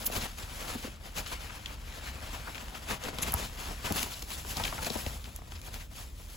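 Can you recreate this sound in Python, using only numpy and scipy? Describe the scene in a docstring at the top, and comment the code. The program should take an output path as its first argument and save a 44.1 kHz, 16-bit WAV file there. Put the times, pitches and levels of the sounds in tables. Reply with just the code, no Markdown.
"""Soft packing wrap rustles and crinkles over a low rumble of moving hands and a small room.
The wrap is snipped with scissors and worked off an item above a cardboard box. It rubs in tiny slips,
creases snap, blades and wrap rasp in short slides, slack folds pop over, and the item and scissors
tap hollowly. The box and the room ring a little, and the two microphone openings of a nearby phone
spread the sound between left and right."""
import sys
import numpy as np
from scipy import signal
from scipy.fft import rfft, irfft, next_fast_len
from scipy.io import wavfile
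from scipy.ndimage import uniform_filter1d, map_coordinates

SR = 44100
rng = np.random.default_rng(int(sys.argv[2]) if len(sys.argv) > 2 else 0)


def transcribe(signal):
    """Save signal, clipped to [-1, 1], as a 16-bit WAV file at the path in sys.argv[1]."""
    frames = np.atleast_2d(signal).T
    limited = np.clip(frames, -1, 1)
    pcm = np.round(limited * 32767).astype(np.int16)
    wavfile.write(sys.argv[1], SR, pcm)


N = 280638
TIME = np.arange(N) / SR
FFT_SIZE = next_fast_len(N, True)
FREQS = np.maximum(np.fft.rfftfreq(FFT_SIZE, 1 / SR), 1)

# Levels compare the rows of one table; the functions set the final loudness.
# light rubbing of the held wrap between pulls: (time [s], level [dB])
LIGHT_RUB = [(0.0, -51), (0.33, -52.5), (0.52, -50), (0.88, -50.5), (0.96, -52.5), (1.0, -58),
             (1.06, -50.5), (1.13, -54), (1.4, -46), (1.64, -51.5), (1.72, -45.5), (1.79, -54), (1.88, -48),
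             (2.02, -49), (3.18, -53), (3.54, -50.5), (4.08, -46), (4.25, -57), (4.72, -49), (5.1, -49.5),
             (5.2, -56), (5.8, -59), (5.9, -67), (6.0, -52.5), (6.12, -64.5), (6.2, -59), (6.36, -58)]
# pulls on the wrap, each swelling and dying away: (peak time [s], rise [s], fall [s], level [dB])
PULLS = [(0.165, 0.037, 0.039, -36.5), (0.227, 0.022, 0.051, -38), (0.384, 0.013, 0.02, -43),
         (0.43, 0.051, 0.029, -49.5), (0.595, 0.059, 0.05, -42.5), (0.7, 0.029, 0.14, -43.5),
         (0.854, 0.019, 0.025, -43.5), (1.181, 0.026, 0.025, -35.5), (1.33, 0.054, 0.02, -40.5),
         (1.42, 0.028, 0.083, -51.5), (1.555, 0.013, 0.026, -45), (1.945, 0.046, 0.16, -45.5),
         (2.075, 0.017, 0.055, -44.5), (2.35, 0.14, 0.076, -44.5), (2.481, 0.026, 0.027, -43),
         (2.58, 0.1, 0.12, -47.5), (2.76, 0.042, 0.029, -43.5), (2.906, 0.032, 0.043, -35.5),
         (3.049, 0.035, 0.053, -39), (3.088, 0.021, 0.013, -37.5), (3.279, 0.15, 0.054, -39.5),
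         (3.415, 0.061, 0.048, -39.5), (3.614, 0.063, 0.11, -43.5), (3.86, 0.015, 0.048, -37.5),
         (3.992, 0.034, 0.036, -39), (4.141, 0.018, 0.0074, -49), (4.313, 0.027, 0.048, -43.5),
         (4.38, 0.045, 0.034, -47), (4.508, 0.042, 0.041, -44.5), (4.577, 0.022, 0.069, -38.5),
         (4.652, 0.03, 0.073, -40), (4.831, 0.042, 0.015, -44), (4.869, 0.015, 0.012, -37),
         (4.99, 0.1, 0.03, -49), (5.53, 0.037, 0.051, -51.5), (5.66, 0.028, 0.032, -50.5),
         (5.748, 0.032, 0.036, -48.5), (5.814, 0.03, 0.037, -49), (5.989, 0.058, 0.024, -51.5)]
# how slack or tight the wrap is held: (time [s], slack rustle [dB], tight hiss [dB])
HOLD = [(0.0, 3, 1), (0.3, -3.5, -8), (0.75, -3, -5), (0.98, -4.5, -12.5), (1.17, -4, -6.5),
        (1.35, -5, -12), (1.8, -6.5, -11.5), (2.3, -5, -13), (2.6, -1, -9), (2.9, -2, -10),
        (3.1, -0.5, -14), (3.4, -1.5, -6), (3.85, -3, -9.5), (3.99, 2, 0.5), (4.15, -3, -2.5),
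        (4.48, -2, -0.5), (4.62, -1, -6), (5.05, 2, 0), (5.55, -2, -5.5), (6.36, -5.5, 0.5)]
# tone of rubbing wrap: (frequency [Hz], level [dB])
WRAP_TONE = [(120, 4), (230, -0.5), (350, -1.5), (520, 0), (850, 1.5), (1300, 0.5), (2000, -1),
             (2900, -0.7), (4200, -4.5), (5700, -6.5), (7000, -7), (9000, -4.5), (11700, -5.5), (14000, -7),
             (15700, -8.5)]
# tone of the rumble of hands and room: (frequency [Hz], level [dB])
RUMBLE_TONE = [(27, -46), (32, -2), (38, 6), (46, -3), (62, -0.5), (85, -6.5), (120, -14.5), (170, -18.5),
               (300, -25), (600, -55)]
# how that rumble rises and falls: (time [s], level [dB])
RUMBLE_LEVEL = [(0.0, -44.5), (1.0, -46), (2.1, -43), (3.15, -46), (3.3, -38), (3.45, -43.5), (4.8, -45),
                (5.0, -46.5), (5.1, -42), (5.25, -43.5), (6.36, -45.5)]
# tone of the steady room noise: (frequency [Hz], level [dB])
AIR_TONE = [(30, 19.5), (150, 11), (220, -10), (300, 13.5), (600, 14.5), (1000, -25), (4000, -30),
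            (15000, -70)]
# creases that snap: (time [s], level [dB], pitch [Hz], bandwidth [share of pitch])
SNAPS = [(0.047, -39, 12000, 0.45), (1.659, -35.5, 3120, 0.18), (1.6622, -44, 3270, 0.6),
         (1.669, -46, 3000, 0.63), (2.547, -41, 2300, 0.9), (2.554, -40, 1800, 0.75),
         (2.58, -41, 2300, 0.3), (2.611, -49, 1700, 0.54), (2.683, -44.5, 2200, 0.9),
         (3.038, -37.5, 2200, 1.8), (3.1858, -33.5, 1940, 1.4), (3.322, -28, 11700, 0.11),
         (3.3398, -20, 11860, 0.12), (3.9235, -28.5, 7250, 1.3), (3.9804, -39, 2700, 0.66),
         (3.993, -32, 3500, 1.6), (4.0298, -26.5, 3800, 5.3), (4.194, -43, 7000, 2.1),
         (4.222, -38, 5000, 6.1), (4.2255, -36, 3900, 6.1), (4.305, -37.5, 3800, 3.3),
         (4.317, -42, 2600, 0.72), (4.502, -43, 2000, 3.5), (4.57, -32, 3200, 2.8), (4.638, -34, 3160, 0.5),
         (4.652, -33.5, 2380, 0.64), (4.68, -42, 2600, 0.81), (4.847, -34, 4400, 0.39),
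         (4.8678, -36, 4570, 0.85), (4.9029, -31.5, 4300, 0.35), (5.064, -37, 2300, 0.97),
         (5.242, -46, 2945, 0.35), (5.52, -49, 2500, 0.91), (5.362, -36, 10300, 0.37),
         (5.616, -44.5, 5000, 2.4), (5.742, -38.5, 3560, 4.7)]
# slides of blade or wrap:
# (middle time [s], length [s], level [dB], pitch [Hz], bandwidth [share of pitch])
SLIDES = [(0.067, 0.019, -14, 13400, 0.38), (0.066, 0.0084, -21.5, 5200, 1.2),
          (0.217, 0.014, -26, 3000, 2.2), (0.432, 0.015, -35, 3000, 1.2), (1.172, 0.006, -29, 1900, 3.4),
          (1.267, 0.02, -30.5, 2180, 2.6), (1.501, 0.015, -31, 1410, 1.2), (2.077, 0.025, -34, 1500, 0.92),
          (2.349, 0.032, -34, 1210, 1.3), (2.478, 0.022, -32.5, 1530, 0.4), (2.556, .009, -32, 1800, 1.1),
          (2.752, .013, -32, 1550, 1.5), (2.911, .012, -33, 1700, 1.9), (3.229, 0.015, -16, 10500, 0.35),
          (3.23, 0.012, -19, 6550, 0.21), (3.234, 0.0095, -20.5, 2600, 0.76),
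          (3.335, 0.0062, -25, 1150, 0.52), (3.984, 0.018, -24.5, 3440, 0.81),
          (4.139, 0.02, -33, 4050, 0.67), (4.57, 0.0083, -25, 4500, 1.6), (4.639, .006, -21, 3400, .7),
          (4.652, 0.0095, -22, 2420, 1.3), (4.679, .008, -26, 2300, 1), (4.789, 0.013, -32.5, 1090, 1),
          (4.832, 0.0071, -30, 1050, .9), (4.864, 0.017, -34, 4500, 1.4), (4.9, .004, -25, 5000, 1.6),
          (5.256, 0.014, -36.5, 2200, 1.6), (5.56, 0.02, -37, 2800, 1.6), (5.81, 0.023, -38, 1900, 1.6)]
# folds that pop over: (time [s], level [dB], pitch [Hz], thump offset [dB])
POPS = [(0.098, -34, 546, -19), (0.165, -36.5, 360, 4.5), (0.428, -50, 614, 18), (0.870, -41.5, 300, -3),
        (3.083, -33, 710, -4.5), (3.184, -38, 440, 0), (3.339, -29, 896, 3), (4.224, -40, 800, -6),
        (4.448, -39, 800, -7), (4.598, -29, 1170, -11), (4.7253, -28, 850, -18), (4.780, -32, 1420, -7),
        (5.387, -43.5, 735, -2), (5.418, -43, 734, -1), (5.52, -38.5, 945, -2)]
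# taps of the item and scissors:
# (time [s], level [dB], pitch struck hardest [Hz], thump offset [dB], ring time the grip leaves [share])
TAPS = [(0.7495, -26.5, 373, -20, 0.98), (0.844, -29.5, 400, -16, 0.67), (3.3395, -24.5, 950, -13, .7),
        (3.9019, -22.5, 630, -23, 0.82), (3.904, -26, 160, -3.5, 0.9), (3.914, -25, 260, -8, .5),
        (3.9123, -26.5, 740, -13, .7), (4.601, -25.5, 800, -7, .7), (4.7865, -28.5, 1110, -12, 0.58),
        (4.8675, -25.5, 560, -16, 0.88), (4.902, -23, 420, -13, 0.69), (4.9545, -23.5, 500, -7, 0.61),
        (4.960, -24, 600, -19, 0.39), (5.063, -26.5, 524, 0, 0.62)]
# hollow tones that a tap rings with: (pitch [Hz], level [dB], time to fade by 60 dB when free [s])
TAP_TONES = [(154, -3, 0.099), (241, 5, 0.053), (304, -4.5, 0.056), (419, -5, 0.048), (497, -6.5, 0.056),
             (608, -1, 0.043), (770, 1.5, 0.043), (947, -3.5, 0.097), (1264, -1, 0.057), (1750, -2, 0.022)]
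# how alike the two microphones sound: (frequency [Hz], likeness [0 to 1])
MIC_LIKENESS = [(40, 0.97), (130, 0.96), (400, 0.77), (1200, 0.6), (2200, 0.56), (3200, 0.48), (4400, 0.86),
                (5700, 0.42), (6800, 1), (9000, 1), (15000, 0.98)]
# which microphone is louder: (frequency [Hz], left minus right [dB])
MIC_BALANCE = [(50, -1.1), (130, 4), (300, 1.5), (650, 6), (1600, 3.5), (2700, 6), (4500, 3.5), (6000, 2),
               (7200, -0.5)]
# how far the wave at the left microphone is ahead: (frequency [Hz], lead [cycles])
MIC_LEAD = [(60, 0), (700, -.14), (2000, -.18), (3000, -.12), (3800, 0), (7500, 0), (8400, .43), (9100, .5),
            (9600, .57), (10600, .97), (11400, 1.01), (12800, 1.46), (13500, 1.52), (15000, 2)]


def undb(db):
    """Turn decibels into a gain to multiply by."""
    return 10 ** (np.asarray(db) / 20)


def unit(x):
    """Scale a signal to an average power of 1."""
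    return x / np.sqrt(np.mean(x ** 2) + 1e-18)


def over_hz(points):
    """Join (frequency, value) points into a curve over all frequencies."""
    hz, value = np.transpose(points)
    return np.interp(np.log(FREQS), np.log(hz), value)


def colour(x, gain):
    """Shape the tone with one gain for each frequency."""
    return irfft(rfft(x, FFT_SIZE) * gain, FFT_SIZE)[..., :N]


def band(x, hz, width):
    """Keep the sound around one pitch; the width is a share of that pitch."""
    hz = min(hz, .4 * SR)
    sharpness = max(1 / width, hz / (.4 * SR))
    return signal.lfilter(*signal.iirpeak(hz, sharpness, fs=SR), x)


def wander(rate):
    """A curve that drifts to a new random value `rate` times a second."""
    step = max(int(SR / rate), 1)
    stairs = np.repeat(rng.standard_normal(N // step + 1), step)
    return unit(uniform_filter1d(stairs, step)[:N])


def add(out, start, sound):
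    """Mix a short sound in at a start time in seconds."""
    i = max(int(start * SR), 0)
    out[..., i:i + sound.shape[-1]] += sound[..., :N - i]


def hand_effort():
    """How hard the hands rub the wrap, as a gain: light contact with the pulls on top."""
    power = undb(np.interp(TIME, *np.transpose(LIGHT_RUB))) ** 2
    for when, rise, fall, db in PULLS:
        t = np.arange(-3 * rise, 3 * fall, 1 / SR)
        from_peak = np.maximum(-t / rise, t / fall)
        swell = np.exp(-from_peak ** 1.48)  # a power of 1 is pointed, 2 is bell-shaped
        add(power, when + t[0], (undb(db) * swell) ** 2)
    return np.sqrt(power)


def slips(rate, spread_db, fade_s):
    """The loudness curve of tiny random slips, about `rate` a second, each dying at once."""
    size = undb(spread_db * np.minimum(rng.exponential(size=N), 5))
    happens = rng.random(N) < rate / SR
    power = signal.lfilter([1], [1, -np.exp(-1 / (fade_s * SR))], (size * happens) ** 2)
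    return unit(np.sqrt(power))


def flex(x, depth_db=2.4, rate=45, patch_hz=170):
    """As the sheet bends, its many resonances come and go, so the papery tone keeps shifting."""
    hz, times, spectrum = signal.stft(x, SR, nperseg=1024)
    chance = rng.standard_normal((256, 256))
    grid = np.meshgrid(hz / patch_hz, times * rate, indexing="ij")
    patches = map_coordinates(chance, grid, order=1, mode="wrap")
    return signal.istft(spectrum * undb(depth_db * patches), SR)[1][:, :N]


def rubbing(effort, grip_db=1.79, even_rub=1.4, even_rustle=0.7):
    """Wrap drags over wrap in uneven steps: the slack sheet rustles low, tight wrinkles hiss higher up."""
    times, *levels = np.transpose(HOLD)
    slack_db, tight_db = (np.interp(TIME, times, level) for level in levels)
    grip = undb(grip_db * wander(45))
    wrinkles = flex((slips(rate=1400, spread_db=0, fade_s=.0007) + even_rub) * rng.standard_normal((2, N)))
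    folds = (slips(rate=270, spread_db=4, fade_s=.0066) + even_rustle) * rng.standard_normal((2, N))
    # shares of the power that go to the slack sheet, its small wrinkles and the finest ones
    slack = 1 / (1 + (FREQS / 1300) ** 4)
    small = 1 / (1 + (2700 / FREQS) ** 4)
    finest = 1 / (1 + (6500 / FREQS) ** 5)
    tone = undb(over_hz(WRAP_TONE))
    rustle = undb(slack_db) * unit(colour(folds, tone * np.sqrt(slack)))
    middle = tone * np.sqrt((1 - slack) * (1 - finest))
    coarse = colour(wrinkles, middle * (1 - small))
    fine = undb(0.47 * tight_db + 3.5) * colour(wrinkles, middle * small)
    crackle = undb(-1.72 - 0.2 * wander(24)) * unit(coarse + fine)  # wavers as the contact shifts
    hiss = undb(tight_db + 2.5) * unit(colour(wrinkles, tone * np.sqrt(finest)))
    return grip * effort * (rustle + crackle + hiss)


def rumble(air_db=-64.5):
    """Moving hands and the room rumble low, over a faint steady room noise."""
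    low = unit(colour(rng.standard_normal((2, N)), undb(over_hz(RUMBLE_TONE))))
    air = unit(colour(rng.standard_normal((2, N)), undb(over_hz(AIR_TONE))))
    return low * undb(np.interp(TIME, *np.transpose(RUMBLE_LEVEL))) + undb(air_db) * air


def crinkles(effort, rate, centre_hz, scatter, width, spread_db, gain_db, fade_cycles=2.9, usual_db=-42):
    """Small creases give way at random, each at its own pitch, louder the harder the wrap is worked."""
    out, t = np.zeros((2, N)), np.arange(SR // 50) / SR
    chances = rng.random((1200, 4))
    for place, pitch, size, luck in chances:
        noise = rng.standard_normal((2, len(t)))
        if luck < rate * N / SR / len(chances):
            hz = centre_hz * undb(scatter * (4 * pitch - 2))
            crack = band(noise * np.exp(-t * hz / fade_cycles), hz, width)
            db = usual_db + gain_db - spread_db * np.log(max(size, .05))
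            force = (effort[int(place * N)] / undb(usual_db)) ** 0.9
            add(out, place * N / SR, undb(db) * force * crack / np.abs(crack).max())
    return out


def snaps(fade_cycles=5.2, shiver_db=-24, click_db=8, gain_db=4):
    """A crease gives way: a sharp click, a short crack and a faint shiver of the sheet around it."""
    out, t = np.zeros((2, N)), np.arange(SR // 25) / SR
    shiver = undb(shiver_db) * np.exp(-t / .006)
    for when, db, hz, width in SNAPS:
        fade = np.exp(-t * hz / fade_cycles)  # small, bright creases are the briefest
        crack = rng.standard_normal((2, len(t))) * (fade + shiver)
        crack[0, 0] += undb(click_db)
        crack = band(crack, hz, width)
        start_level = np.sqrt(np.mean(crack[:, :SR // 1000] ** 2, axis=1, keepdims=True))
        add(out, when, undb(db + gain_db) * crack / start_level)
    return out


def slides(gain_db=-11):
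    """A blade or the wrap slides quickly: a dense run of slips that swells and stops."""
    out = np.zeros((2, N))
    roughness = slips(rate=4000, spread_db=1.5, fade_s=.0004)
    for when, length, db, hz, width in SLIDES:
        t = np.arange(-length, length, 1 / SR)
        friction = rng.standard_normal((2, len(t))) * roughness[int(when * SR):][:len(t)]
        rasp = unit(band(band(friction, hz, width), hz, width))
        swell = np.exp(-(2 * t / length) ** 2)
        add(out, when - length, undb(db + gain_db) * rasp * swell)
    return out


def pops(lag_cycles=0.99, fade_cycles=1.9, width=1.15, thump_db=-2, gain_db=3):
    """A fold flips over: bending waves bring the highs before the lows, and the whole sheet thumps."""
    out, t = np.zeros((2, N)), np.arange(SR // 10) / SR
    for when, db, hz, offset_db in POPS:
        for part_hz, part_db in [(hz / 2, -8), (hz, 0), (hz * 2, -10)]:
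            push = rng.standard_normal((2, len(t))) * np.exp(-t * part_hz / fade_cycles)
            wave = band(band(push, part_hz, width), part_hz, width)
            wave /= np.abs(wave).max(axis=1, keepdims=True)
            add(out, when + lag_cycles / part_hz, undb(db + gain_db + part_db) * wave)
        add(out[0], when + 0.0059, undb(db + offset_db + thump_db) * thump(t))
    return out


def thump(t, usual_hz=80, swell_s=0.0068):
    """The whole sheet heaves once, at a slightly different low pitch each time."""
    hz = usual_hz * undb(rng.standard_normal())
    return np.sin(2 * np.pi * hz * t) * t / swell_s * np.exp(1 - t / swell_s)


def taps(attack_s=0.00066, lag_cycles=0.72, reach_octaves=0.75, thump_db=-2, clack_db=-7):
    """The item or scissors tap: a dry clack starts hollow tones, which the grip detunes and damps."""
    out, t = np.zeros((2, N)), np.arange(SR // 8) / SR
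    tone_hz, tone_db, ring_s = np.transpose(TAP_TONES)[:, :, None]
    age = np.maximum(t - lag_cycles / tone_hz, 0)  # low tones start a little late
    # the direct sound keeps the tones more in step, the scattered sound scrambles them
    scramble = np.array([.5, 1])[:, None, None]
    for when, db, hz, offset_db, ring_share in TAPS:
        envelope = undb(-60 * age / (ring_s * ring_share)) * (1 - np.exp(-age / attack_s))
        # tones near the struck pitch ring most; a softer touch favours the low ones
        strength = undb(tone_db) / (1 + np.abs(np.log2(tone_hz / hz) / reach_octaves) ** 3)
        pitch = tone_hz * undb(0.7 * rng.standard_normal(tone_hz.shape))
        cycles = pitch * age + rng.random((2, len(TAP_TONES), 1)) * scramble
        ring = np.sum(strength * envelope * np.sin(2 * np.pi * cycles), axis=1)
        add(out, when, undb(db) * ring / np.sqrt(np.sum(strength ** 2)))
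        hit = rng.standard_normal((2, len(t))) * np.exp(-t / 0.0023)
        clack = band(hit, hz=1700, width=0.96)
        add(out, when, undb(db + clack_db) * clack / np.abs(clack).max())
        add(out[0], when + 0.0044, undb(db + offset_db + thump_db) * thump(t))
    return out


def box(x):
    """The open cardboard box under the hands adds one hollow resonance."""
    return x + band(x, hz=220, width=0.31)


def room(x, ring_s=0.19, echo_db=-12.5):
    """Box, floor and walls send back a short, dull echo."""
    t = np.arange(SR // 3) / SR
    tail = rng.standard_normal((2, len(t))) * undb(-60 * t / ring_s) * (t > .003)
    tail = band(tail / np.sqrt(np.sum(tail ** 2) / 2), hz=1300, width=5.2)
    return x + undb(echo_db) * signal.fftconvolve(x, tail, axes=1)[:, :N]


def microphones(x):
    """Direct and scattered sound reach the left and right openings with unequal level and timing."""
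    likeness = np.clip(over_hz(MIC_LIKENESS), 0, 1)
    direct, scattered = rfft(x, FFT_SIZE) * np.sqrt([(1 + likeness) / 2, (1 - likeness) / 2])
    lean = undb(over_hz(MIC_BALANCE) / 2) * np.exp(1j * np.pi * over_hz(MIC_LEAD))
    left, right = (direct + scattered) * lean, (direct - scattered) / lean
    return irfft(np.array([left, right]), FFT_SIZE)[:, :N]


def scene():
    """Wrap and scissors over the box, in the room. Each source has two rows: direct and scattered."""
    effort = hand_effort()
    crisp = crinkles(effort, rate=120, centre_hz=3080, scatter=4, width=.57, spread_db=1.5, gain_db=1.5)
    dull = crinkles(effort, rate=45, centre_hz=1013, scatter=2.5, width=.21, spread_db=2.5, gain_db=-1.5)
    unwrapping = rubbing(effort) + crisp + dull + snaps() + pops() + taps() + slides()
    return microphones(room(box(unwrapping)) + rumble())


def record(dry, top_hz=15800):
    """The phone cuts off the highest treble."""
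    return signal.sosfilt(signal.ellip(10, .2, 70, top_hz, fs=SR, output="sos"), dry)


dry = scene()
out = record(dry)
transcribe(out)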